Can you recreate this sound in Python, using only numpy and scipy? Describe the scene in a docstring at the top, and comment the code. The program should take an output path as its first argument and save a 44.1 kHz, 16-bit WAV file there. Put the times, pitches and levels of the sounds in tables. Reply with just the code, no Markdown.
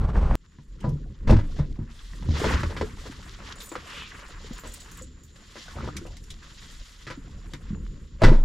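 """Wind buffets a microphone on a car roof; after a cut it lies on the back seat.
The door is unlatched and swung open, a backpack is dragged out and shouldered with jingling zip pulls,
a rod is drawn out ticking on the trim and the door is slammed. Insects buzz outside.
Knocks are noise bursts that ring the car body, bumps and zip pulls are dying tones,
and wind, cloth, drumming panels and insects are shaped noise."""
import sys
import numpy as np
from scipy import signal
from scipy.fft import rfft, irfft, next_fast_len
from scipy.io import wavfile

SR = 44100
rng = np.random.default_rng(int(sys.argv[2]) if len(sys.argv) > 2 else 0)


def ratio(d):
    """dB to gain"""
    e = np.asarray(d, float) / 20
    return 10 ** e


def waveform_to_disk(signal):
    """Save audio, clipped to [-1, 1], as 16-bit WAV at the path in sys.argv[1]."""
    frames = np.transpose(np.atleast_2d(signal))
    scaled = np.clip(frames, -1, 1) * 32767
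    samples = np.round(scaled).astype(np.int16)
    wavfile.write(sys.argv[1], SR, samples)


N = 372282   # length in samples
CUT_S = .3542   # roof before, back seat after
SEAT_HZ, SEAT_T60_S = 78, 0.18   # the cushion under the microphone


def in_time(rows):
    """Joins the points of each column by straight lines, one value a sample."""
    s, *columns = np.transpose(rows)
    return [np.interp(np.arange(N) / SR, s, c) for c in columns]


def at_hz(points, hz):
    """Reads a spectrum on a log frequency axis."""
    return np.interp(np.log(hz), np.log(np.array(points)[:, 0]), np.array(points)[:, 1])


def rms_one(x):
    """Scales a sound to rms 1."""
    return x / np.sqrt(np.mean(x ** 2) + 1e-20)


def drift(rate):
    """Slow random wandering of rms 1; a higher rate wanders faster."""
    r = np.exp(-80 * np.pi * rate / SR)
    noise = rng.standard_normal(N // 40 + 2002)
    slow = signal.lfilter([1], [1, -2 * r, r * r], noise)[2000:]
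    # one slow value every 40 samples
    return np.interp(np.arange(N) / 40, np.arange(len(slow)), rms_one(slow))


def band(x, low_hz, high_hz):
    """Keeps the part of a sound between two frequencies."""
    sos = signal.butter(2, [low_hz, min(high_hz, .45 * SR)], "band", fs=SR, output="sos")
    return signal.sosfilt(sos, x + 1e-18)


def ring(clicks, hz, t60):
    """A resonance: a unit click sets a sine of height 1 ringing, 60 dB down after t60 seconds."""
    r, w = ratio(-60 / (t60 * SR)), 2 * np.pi * hz / SR
    return signal.lfilter([0, np.sin(w)], [1, -2 * r * np.cos(w), r * r], clicks + 1e-18)


# how alike left and right are: f/Hz, likeness (0 to 1)
LIKENESS = [(60, 1), (180, 0.95), (550, 0.73), (1650, 0.49), (4970, 0.79), (15000, 0.68)]


def texture(spectrum, patchy_db, grain_db, length=N):
    """Stereo noise of uneven grains, coloured by a spectrum, with a shared flicker; rms 1."""
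    hz = np.maximum(np.arange(length // 2 + 1) * SR / length, 1)
    alike = np.clip(at_hz(LIKENESS, hz), 0, .99)
    grains = rng.standard_normal((2, length)) * ratio(grain_db * rng.exponential(1, length))
    mid, side = rfft(grains) * ratio(at_hz(spectrum, hz))
    pair = irfft(np.sqrt(1 + alike) * mid + np.sqrt(1 - alike) * side * [[1], [-1]], length)
    flicker_db = patchy_db * (drift(7.3) + drift(22.0))
    return rms_one(pair * ratio(flicker_db)[:length])


def bursts(times, levels_db, t60s, rise_s, snap):
    """Noise that rises fast and dies away, with one snap 2 ms in; one row of sound per column of levels."""
    t = np.arange(SR // 4) / SR
    out = np.zeros((np.shape(levels_db)[1], N + len(t)))
    for s, row_db, t60 in zip(times, levels_db, t60s):
        start = round(s * SR)
        shape = (1 - np.exp(-t / rise_s)) * ratio(-60 * t / max(t60, .005))
        click = np.arange(len(t)) == SR // 500
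        contact = shape * rng.standard_normal(len(t)) + snap * click
        out[:, start:start + len(t)] += ratio(row_db)[:, None] * contact
    return out[:, :N]


def swells(rows, extra_db, slower, rest_db):
    """Level in dB: each row rises to its peak and falls away, powers added over a resting level."""
    t = np.arange(0, N, 40) / SR
    s, db, rise, fall = np.array(rows)[:, :4].T[:, :, None]
    late = (t - s) / slower   # scales both rise and fall: above 1 lengthens, below 1 shortens
    before, after = -late / np.maximum(rise, .01), late / np.maximum(fall, .01)
    fade_db = 20 * np.where(late < 0, before, after)
    power = np.sum(ratio(db + np.reshape(extra_db, (-1, 1)) - fade_db) ** 2, axis=0)
    return 10 * np.log10(np.interp(np.arange(N) / SR, t, power) + ratio(rest_db) ** 2)


# knocks of latch, door, bag and rod: t/s, strength level/dB, added weight level/dB,
# added hardness level/dB, contact t60/s
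KNOCKS = [(0.584, -47, 4.5, -3.5, 0.085), (0.84, -23.5, -2, -19.5, 0.22), (1.272, -24.5, 1.5, -5.5, 0.32),
          (1.293, -11.5, -2, -15, 0.17), (1.322, -16.5, -8, -9, 0.11), (1.364, -25.5, -2.5, -1.5, 0.061),
          (1.387, -29, -2, -4, 0.11), (1.436, -40.5, 10.5, -4, 0.12), (1.587, -28.5, 0.5, -8.5, 0.18),
          (1.788, -46, 19, -11.5, 0.22), (2.223, -36, 12, -1.5, 0.038), (2.287, -29, 17, -15, 0.02),
          (2.337, -34, -8, -4.5, 0.91), (2.44, -14.5, -4, -8.5, 0.11), (2.501, -24.5, -16, -6, 0.085),
          (2.538, -22.5, -5, -7.5, 0.096), (2.631, -18.5, -4.5, 1, 0.041), (2.704, -30.5, -13, -4, 0.13),
          (2.764, -30.5, -30, 4.5, 0.12), (2.81, -16, -8.5, -5, 0.067), (3.053, -33, -13, -4, 0.087),
          (3.715, -27.5, -33, -4.5, 0.075), (3.754, -31.5, -27, 5.5, 0.069), (4.511, -41, -7, -2, 0.066),
          (4.634, -36.5, -2, -3, 0.29), (5.554, -33, -9, -4.5, 0.13), (5.753, -36.5, 7, -9, 0.33),
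          (5.84, -28, -20, -5.5, 0.054), (5.874, -25, -16.5, -6, 0.044), (6.05, -33, -1, -16, 0.1),
          (7.066, -34.5, -7.5, 4.5, 0.16), (7.1, -32.5, -12, 5, 0.14), (7.534, -36.5, 2.5, 5, 0.094),
          (8.217, -9, -11, -8, 0.072), (8.234, -8, -1, -3.5, 0.16), (8.278, -14.5, 3, -9.5, 0.15),
          (8.318, -22.5, -5, -10.5, 0.31)]
# resonances of the car body: f/Hz, relative level/dB, t60/s
CAR_BODY = [(147.2, 2.5, 0.23), (231.9, -5, 0.28), (292.7, -5.5, 0.24), (350, 6, 0.039), (516, 10, 0.017),
            (625, 3.5, 0.019), (1014, 1, 0.026), (1367, -6.5, 0.097)]
# gear is handled on the seat between these two times: t/s
GEAR_S = (2.0, 7.0)


def knocks():
    """A rattling contact shakes the car body; the slow-building boom also rings the seat under moved gear."""
    s, db, weight_db, hard_db, t60s = np.transpose(KNOCKS)
    t = np.arange(N) / SR
    # columns: thud, boom, body, crack
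    levels_db = db[:, None] + np.transpose([0 * db, weight_db, hard_db, hard_db - 1.5])
    rise_s = np.array([[.003], [.006], [.004], [.004]])
    snap = np.array([[9.0], [18.0], [6.0], [1.2]])
    thud, boom, body, crack = bursts(s, levels_db, t60s, rise_s, snap)
    on_seat = (t > GEAR_S[0]) & (t < GEAR_S[1])
    boom = 4.03 * band(boom, 83.0, 229)
    # the door side is a little louder
    thud = band(band(thud, 300, 1030), 202, 1210) * ratio([[1.5], [-1.5]])
    shake = boom * np.where(on_seat, .4, 1) + 2.14 * thud + 2.18 * band(body, 1150, 2165)
    modes = sum(ratio(mode_db) * ring(shake, hz, t60) for hz, mode_db, t60 in CAR_BODY)
    modes += ratio(9.5) * ring(boom * on_seat, SEAT_HZ, SEAT_T60_S)
    dull_crack = signal.lfilter([.4], [1, -.6], band(crack, 1550, 5080))
    return shake + ratio(-42.5) * modes + dull_crack


# hollow bumps and pings of door panel, bag, rod and trim:
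# t/s, level/dB (before a 5 dB lift), f/Hz, t60/s
BUMPS = [(.874, -21.5, 143.8, .2), (.92, -22, 145, 0.24), (1.299, -33.5, 2640, 0.03),
         (1.353, -12, 104.6, 0.19), (1.595, -18, 145.6, 0.13), (1.992, -44.5, 3430, 0.012),
         (2.134, -42.5, 1850, 0.015), (2.417, -21, 435, 0.034), (2.465, -17.5, 450, 0.027),
         (2.655, -29, 85.2, 0.32), (2.826, -25, 432, 0.078), (3.096, -34, 280, 0.054),
         (3.7535, -24.5, 1220, 0.018), (3.761, -32.5, 477, 0.042), (4.445, -37.5, 453, 0.031),
         (4.508, -27, 233, 0.039), (5.014, -44, 520, 0.082), (5.682, -38.5, 1500, .02),
         (5.786, -34.5, 1250, 0.021), (5.807, -34.5, 1330, 0.022), (5.888, -30.5, 1240, 0.017),
         (5.955, -37, 330, 0.071), (6.014, -38.5, 340, 0.12), (7.174, -35.5, 276, 0.089),
         (7.705, -24.5, 195, 0.063), (7.729, -26, 197, 0.073), (8.218, -15.5, 642, 0.076),
         (8.268, -19, 127, .12), (8.316, -16, 350, 0.048)]


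def bumps():
    """A soft contact rings one hollow mode and a weaker neighbour at a random pitch below it."""
    out = np.zeros(N + SR)
    t = np.arange(SR // 2) / SR
    for (s, db, hz, t60), (below, turn) in zip(BUMPS, rng.random((len(BUMPS), 2))):
        start = round(s * SR)
        neighbour_hz = hz * (0.44 + 0.355 * below)
        tone = np.sin(2 * np.pi * hz * t) + 0.42 * np.sin(2 * np.pi * (neighbour_hz * t + turn))
        build = 1 - np.exp(-t * hz * 2.07)   # nearly full after two cycles
        out[start:start + len(t)] += tone * build * ratio(db + 5.0 - 60 * t / max(t60, .01))
    return out[:N]


# the car is leant on and moved: t/s at the peak, drumming level/dB, rise/s and fall/s over 20 dB
# (lengthened for rocking, shortened for drumming), rocking level/dB above drumming
LEANS = [(.91, -31.5, 0.22, 0.36, 0), (1.33, -12, 0.08, 0.0663, -4.5), (1.65, -36, 0.65, 0.44, 4.5),
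         (2.289, -28, 0.13, 0.32, -2.5), (2.55, -25.5, 0.49, .5, -5), (3.3, -45.5, 1.9, 2.2, -2),
         (4.45, -48, 0.7, 1, 5), (5.0, -47, 0.55, 1.6, -13), (5.83, -36, 0.23, 0.84, -4.5),
         (6.83, -51.5, 1, .02, 9.5), (7.24, -44.5, 0.5, 6, 2), (7.76, -36, 0.22, 0.5, -0.5)]


def car_levels():
    """Rocking and drumming dB; the whole body answers more slowly than its panels."""
    rest_db = -59
    rocking_db = swells(LEANS, np.array(LEANS)[:, 4], 1.17, rest_db)
    drumming_db = swells(LEANS, 0, 0.77, rest_db)
    return rocking_db, drumming_db


# strokes of cloth and door seal: t/s at the peak, swish level/dB, rise/s and fall/s over 20 dB
# (both slightly shortened when played; below .01 counts as .01), drag level/dB above swish
STROKES = [(.85, -72.5, 0.05, -0.27, 28.5), (1.312, -34.5, 0.02, -0.04, -3.5),
           (1.601, -54, 0.3, -0.02, 0.5), (2.028, -55.5, 0.37, 4, -9), (2.371, -42.5, 0.11, .5, 1.5),
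           (2.456, -39.5, 0.15, 0.43, 6), (3.06, -49, 0.43, 0.52, -2), (3.276, -54.5, 0, 0.1, -3),
           (3.53, -49, 0.2, 0, 0.5), (3.98, -47.5, 0.5, 0.25, -1.5), (4.3, -55.5, 3.7, 0.65, 7.5),
           (4.47, -53.5, -0.5, -0.38, 3.5), (4.658, -49, -0.13, 0.2, -3), (5.0, -52, 1.9, 0.1, -1),
           (5.36, -58, -0.07, 3.5, 0.5), (5.6, -49.5, 0.3, 0.77, -5.5), (5.86, -57, 0.6, 0.4, 8),
           (6.43, -59, -0.2, 1, 5.5), (6.7, -51, 0.5, 0.25, -8.5), (7.06, -55, 1.3, 0, -14),
           (7.55, -59.5, 1.7, 0.8, 1), (8.216, -58.5, 0.03, -0.2, 19)]
# the door is open between these two times: t/s
DOOR_OPEN_S = (1.3, 8.22)


def cloth_levels():
    """Drag and swish dB; a faint rustle stays between strokes, nearly the same with the door open or shut."""
    t = np.arange(N) / SR
    is_open = (t > DOOR_OPEN_S[0]) & (t < DOOR_OPEN_S[1])
    rest_db = np.where(is_open, -70, -70.5)
    drag_db = swells(STROKES, np.array(STROKES)[:, 4], 0.85, rest_db)
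    swish_db = swells(STROKES, 0, 0.93, rest_db)
    return drag_db, swish_db


# noise colours of the rocking body, drumming panels, dragged cloth, swish and hiss:
# f/Hz, relative level/dB (per Hz)
ROCKING = [(15, -12), (40, 5), (86, -30), (100, -19.5), (130, -46), (220, -120)]
DRUMMING = [(32, -7.5), (55, 3.5), (86, 7), (189, 0), (437, -13.5), (565, -21), (618, -52), (800, -61),
            (1040, -103)]
DRAG = [(410, -15.5), (700, -28.5), (1070, -9.5), (1320, -11), (1800, -11.5), (2300, -18.5), (2990, -19),
        (5060, -120)]
SWISH = [(1180, -31.5), (2000, -7.5), (2220, -15.5), (3280, -6.5), (5500, -11), (7150, -16.5),
         (12100, -120)]
HISS = [(2940, -7.5), (5000, -13), (7270, 2), (8620, -5), (12000, -10.5), (15500, -26.5)]


def handling():
    """The body rocks, seat and panels drum, cloth drags, swishes and hisses: five coloured noises."""
    rocking_db, drumming_db = car_levels()
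    drag_db, swish_db = cloth_levels()
    low = ratio(rocking_db) * texture(ROCKING, patchy_db=1.2, grain_db=0)
    drum = texture(DRUMMING, patchy_db=1.4, grain_db=2.0)
    seat = ratio(-53.0) * ring(drum, SEAT_HZ, SEAT_T60_S)
    low += ratio(drumming_db) * rms_one(drum + seat)
    cloth = ratio(drag_db) * texture(DRAG, patchy_db=2.4, grain_db=3.0)
    cloth += ratio(swish_db) * texture(SWISH, patchy_db=1.9, grain_db=2.5)
    hiss = ratio(swish_db - 9.0) * texture(HISS, patchy_db=2.0, grain_db=2.0)
    return low + cloth + hiss


# ticks of buckles and rod rings: t/s, level/dB (before filtering), f/Hz, t60/s
TICKS = [(.803, -39, 3060, 0.073), (0.889, -43, 5730, 0.056), (3.601, -30.5, 3820, 0.15),
         (3.8999, -30, 3100, 0.027), (4.737, -31, 9100, 0.046), (4.9116, -40, 6600, 0.08),
         (4.972, -31, 7640, 0.02), (5.966, -16.5, 2300, 0.042), (6.0655, -33, 2860, 0.039),
         (6.167, -28, 2060, 0.035), (6.238, -34.5, 5500, 0.02), (6.302, -28.5, 3600, 0.071),
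         (7.534, -24.5, 3520, 0.03)]


def ticks():
    """Short bright bursts, broad, with a hump at their own pitch; the two sides differ a little."""
    out = np.zeros((2, N + SR))
    t = np.arange(SR // 10) / SR
    for s, db, hz, t60 in TICKS:
        start = round(s * SR)
        mid, side = rng.standard_normal((2, len(t)))
        shape = (1 - np.exp(-t / 0.0026)) * ratio(db - 60 * t / max(t60, .004))
        burst = (mid + 0.29 * side * [[1], [-1]]) * shape
        broad = 0.61 * band(burst, 1900, max(7100, 2 * hz))
        hump = 0.9 * band(burst, hz / 1.15, hz * 1.12)
        out[:, start:start + len(t)] += broad + hump
    return out[:, :N]


# touches of the zip pulls: t/s, relative level/dB, added level/dB of the modes above 10 kHz
JINGLE = [(3.5558, -39, -41), (3.5833, -41, -23), (3.6184, -40.5, -8), (3.6406, -34, -21),
          (3.6571, -35, -20), (3.69, -34, -28), (3.7204, -34.5, -33), (4.2812, -43, -29),
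          (4.5313, -36.5, -27), (4.579, -40, -25), (4.5924, -44, -13), (4.672, -33, -24),
          (4.7187, -34.5, -31), (4.8025, -35.5, -25), (4.8284, -42, -36), (4.977, -38, -26),
          (5.0205, -35, -28), (5.2335, -43, -17)]
# modes of a zip pull: f/Hz, relative level/dB, t60/s
ZIP_PULL = [(5750, -12, .03), (6900, -1, .04), (7060, 1, .035), (7330, -2, .04), (7850, 0, .03),
            (9230, -12, .1), (11100, -12, .03), (13300, 10, .07), (15350, 7, .06)]


def jingle():
    """Each touch and its two bounces are a short chatter that strikes every mode with random strength."""
    s, db, high_db = np.repeat(JINGLE, 3, axis=0).T
    bounce = np.arange(len(s)) % 3
    out = np.zeros(N)
    s = s + bounce * .012 * rng.uniform(0.47, 1.3, len(s))   # uneven gaps
    chance_db = rng.normal(0, 4.5, (len(s), len(ZIP_PULL)))
    touch_db = db - 5.0 * bounce   # each bounce is 5 dB weaker
    is_high = np.array(ZIP_PULL)[:, 0] > 1e4
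    levels_db = touch_db[:, None] + is_high * high_db[:, None] + chance_db
    chatter = bursts(s, levels_db, np.full(len(s), .02), rise_s=0.002, snap=0)
    for touch, (hz, mode_db, t60) in zip(chatter, ZIP_PULL):
        out += ratio(mode_db - 23.5) * ring(touch, hz, t60)
    return out + 0.34 * band(chatter[1], 5500, 10000)


# straps sliding through buckles: t/s at the peak, level/dB, rise/s and fall/s over 20 dB
# (both very slightly shortened when played; below .01 counts as .01), resonance f/Hz
STRAPS = [(4.0, -40.5, 0.18, 0.15, 2950), (4.12, -39.5, -0.33, -0.1, 1780),
          (4.381, -48.5, -0.14, -0.05, 1100)]


def straps():
    """Friction noise through one resonance a strap."""
    out = np.zeros(N)
    for row in STRAPS:
        level_db = swells([row], 0, 0.97, rest_db=-120)
        friction = band(rng.standard_normal(N), row[4] / 1.29, row[4] * 1.19)
        out += ratio(level_db) * rms_one(friction)
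    return out


def rattle(level_db, per_s):
    """Buckles and rod rings touch at random; each touch rings a few cycles at one of eight pitches."""
    is_touch = rng.random(N) < per_s / SR
    sizes = ratio(2.0 * np.minimum(rng.exponential(1, N), 2)) * rng.choice([-1, 1], N) * is_touch
    pitches, dealt = np.geomspace(450, 2200, num=8), rng.integers(0, 8, N)
    rings = sum(ring(sizes * (dealt == k), hz, 26.0 / hz) for k, hz in enumerate(pitches))
    return ratio(level_db) * rms_one(rings)


# pushes on the cabin air as the door moves: t/s, level/dB, direction (+1 or -1)
PUSHES = [(1.271, -14, -1), (8.228, -14, -1), (8.249, -5, 1)]


def cabin_air():
    """The closed cabin is an air spring that rings very low."""
    clicks = np.zeros(N)
    for s, db, direction in PUSHES:
        clicks[round(s * SR)] = ratio(db) * np.sign(direction)
    return ring(clicks, hz=22.45, t60=1)


def cabin(x):
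    """Echoes in the cabin: short feedback delays, other ones for each side."""
    t60_s = 0.091
    size = next_fast_len(N + SR)
    turn = np.exp(-2j * np.pi * np.arange(size // 2 + 1) / size)   # one sample of delay
    lags = (rng.uniform(0.0017, 0.016, (2, 6)) * SR).astype(int)
    echo = []
    for side in lags:
        loops = [(-1) ** k * turn ** d / (1 - ratio(-60 * d / SR / t60_s) * turn ** d)
                 for k, d in enumerate(side)]
        echo.append(sum(loops))
    return irfft(rfft(x, size) * echo, size)[:, :N] / np.sqrt(6)


# wind on the microphone: t/s, level/dB
GUST = [(0.0, -20.5), (.25, -21), (.35, -15)]
# colour of the wind: f/Hz, relative level/dB (per Hz)
WIND = [(12, -56.5), (20, 1), (58, -3), (211, -17.5), (242, -25.5), (1330, -35), (1840, -45.5),
        (8790, -67.5), (11200, -84.5)]
# short bright flaps in the wind: t/s, level/dB (before filtering)
FLAPS = [(.1545, -16.5), (.309, -15), (.321, -28)]


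def wind():
    """Lumpy turbulence with a few flaps, the same in both channels, until the cut."""
    length = round(CUT_S * SR)
    s, db = np.transpose(FLAPS)
    flaps = bursts(s, db[:, None], np.full(len(s), .06), rise_s=0.00076, snap=6.4)[0]
    out = band(band(flaps, 450, 1450), 300, 2000)
    turbulence = texture(WIND, patchy_db=2.0, grain_db=2.0, length=length)[0]
    out[:length] += ratio(in_time(GUST)[0][:length]) * turbulence
    # the signal slides to a steady offset in the last few ms, so the cut clicks
    slide = np.exp(np.minimum(np.arange(N) - length, 0) / (.003 * SR))
    return (out * (1 - slide) + ratio(-14) * slide) * (np.arange(N) < length)


# loudness of the insects: t/s, level/dB (before a 9 dB drop)
INSECTS = [(.37, -66), (1.6, -69), (2.5, -63), (4.5, -55), (7.1, -57.5), (8.15, -62.5)]
# the two singers: f/Hz, half width f/Hz, relative level/dB
INSECT_SONG = [(6960, 130, 0.0), (7270, 90, -1.0)]


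def insects():
    """Two singers: narrow noise that swells and fades unevenly."""
    song = np.zeros((2, N))
    for hz, half_width, db in INSECT_SONG:
        swell = ratio(db + 3 * drift(14))
        song += swell * band(rng.standard_normal((2, N)), hz - half_width, hz + half_width)
    shared = song.mean(axis=0)   # makes the two sides more alike
    return ratio(in_time(INSECTS)[0] - 9.0) * rms_one(song + 1.3 * shared)


def scene():
    """Roof first, then the back seat; the rattle follows the cloth drag and fades as the drumming weakens."""
    shaking_db, drag_db = car_levels()[1], cloth_levels()[0]
    rattle_db = drag_db - 1.5 + np.minimum(shaking_db + 42.5, 0)
    hits = knocks() + bumps() + ticks() + jingle() + straps() + rattle(rattle_db, per_s=85.0)
    echoes = ratio(-10) * cabin(band(hits, 343, 21000))
    inside = hits + echoes + handling() + cabin_air() + insects()
    return wind() + inside * (np.arange(N) > CUT_S * SR)


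def roll_off(x):
    """The treble ends steeply here."""
    return signal.sosfilt(signal.butter(12, 15820, fs=SR, output="sos"), x)


def record(dry):
    """Loud peaks are rounded off softly."""
    mix = 1.164 * np.tanh(dry / 1.096)
    return roll_off(mix)


dry = scene()
out = record(dry)
waveform_to_disk(out)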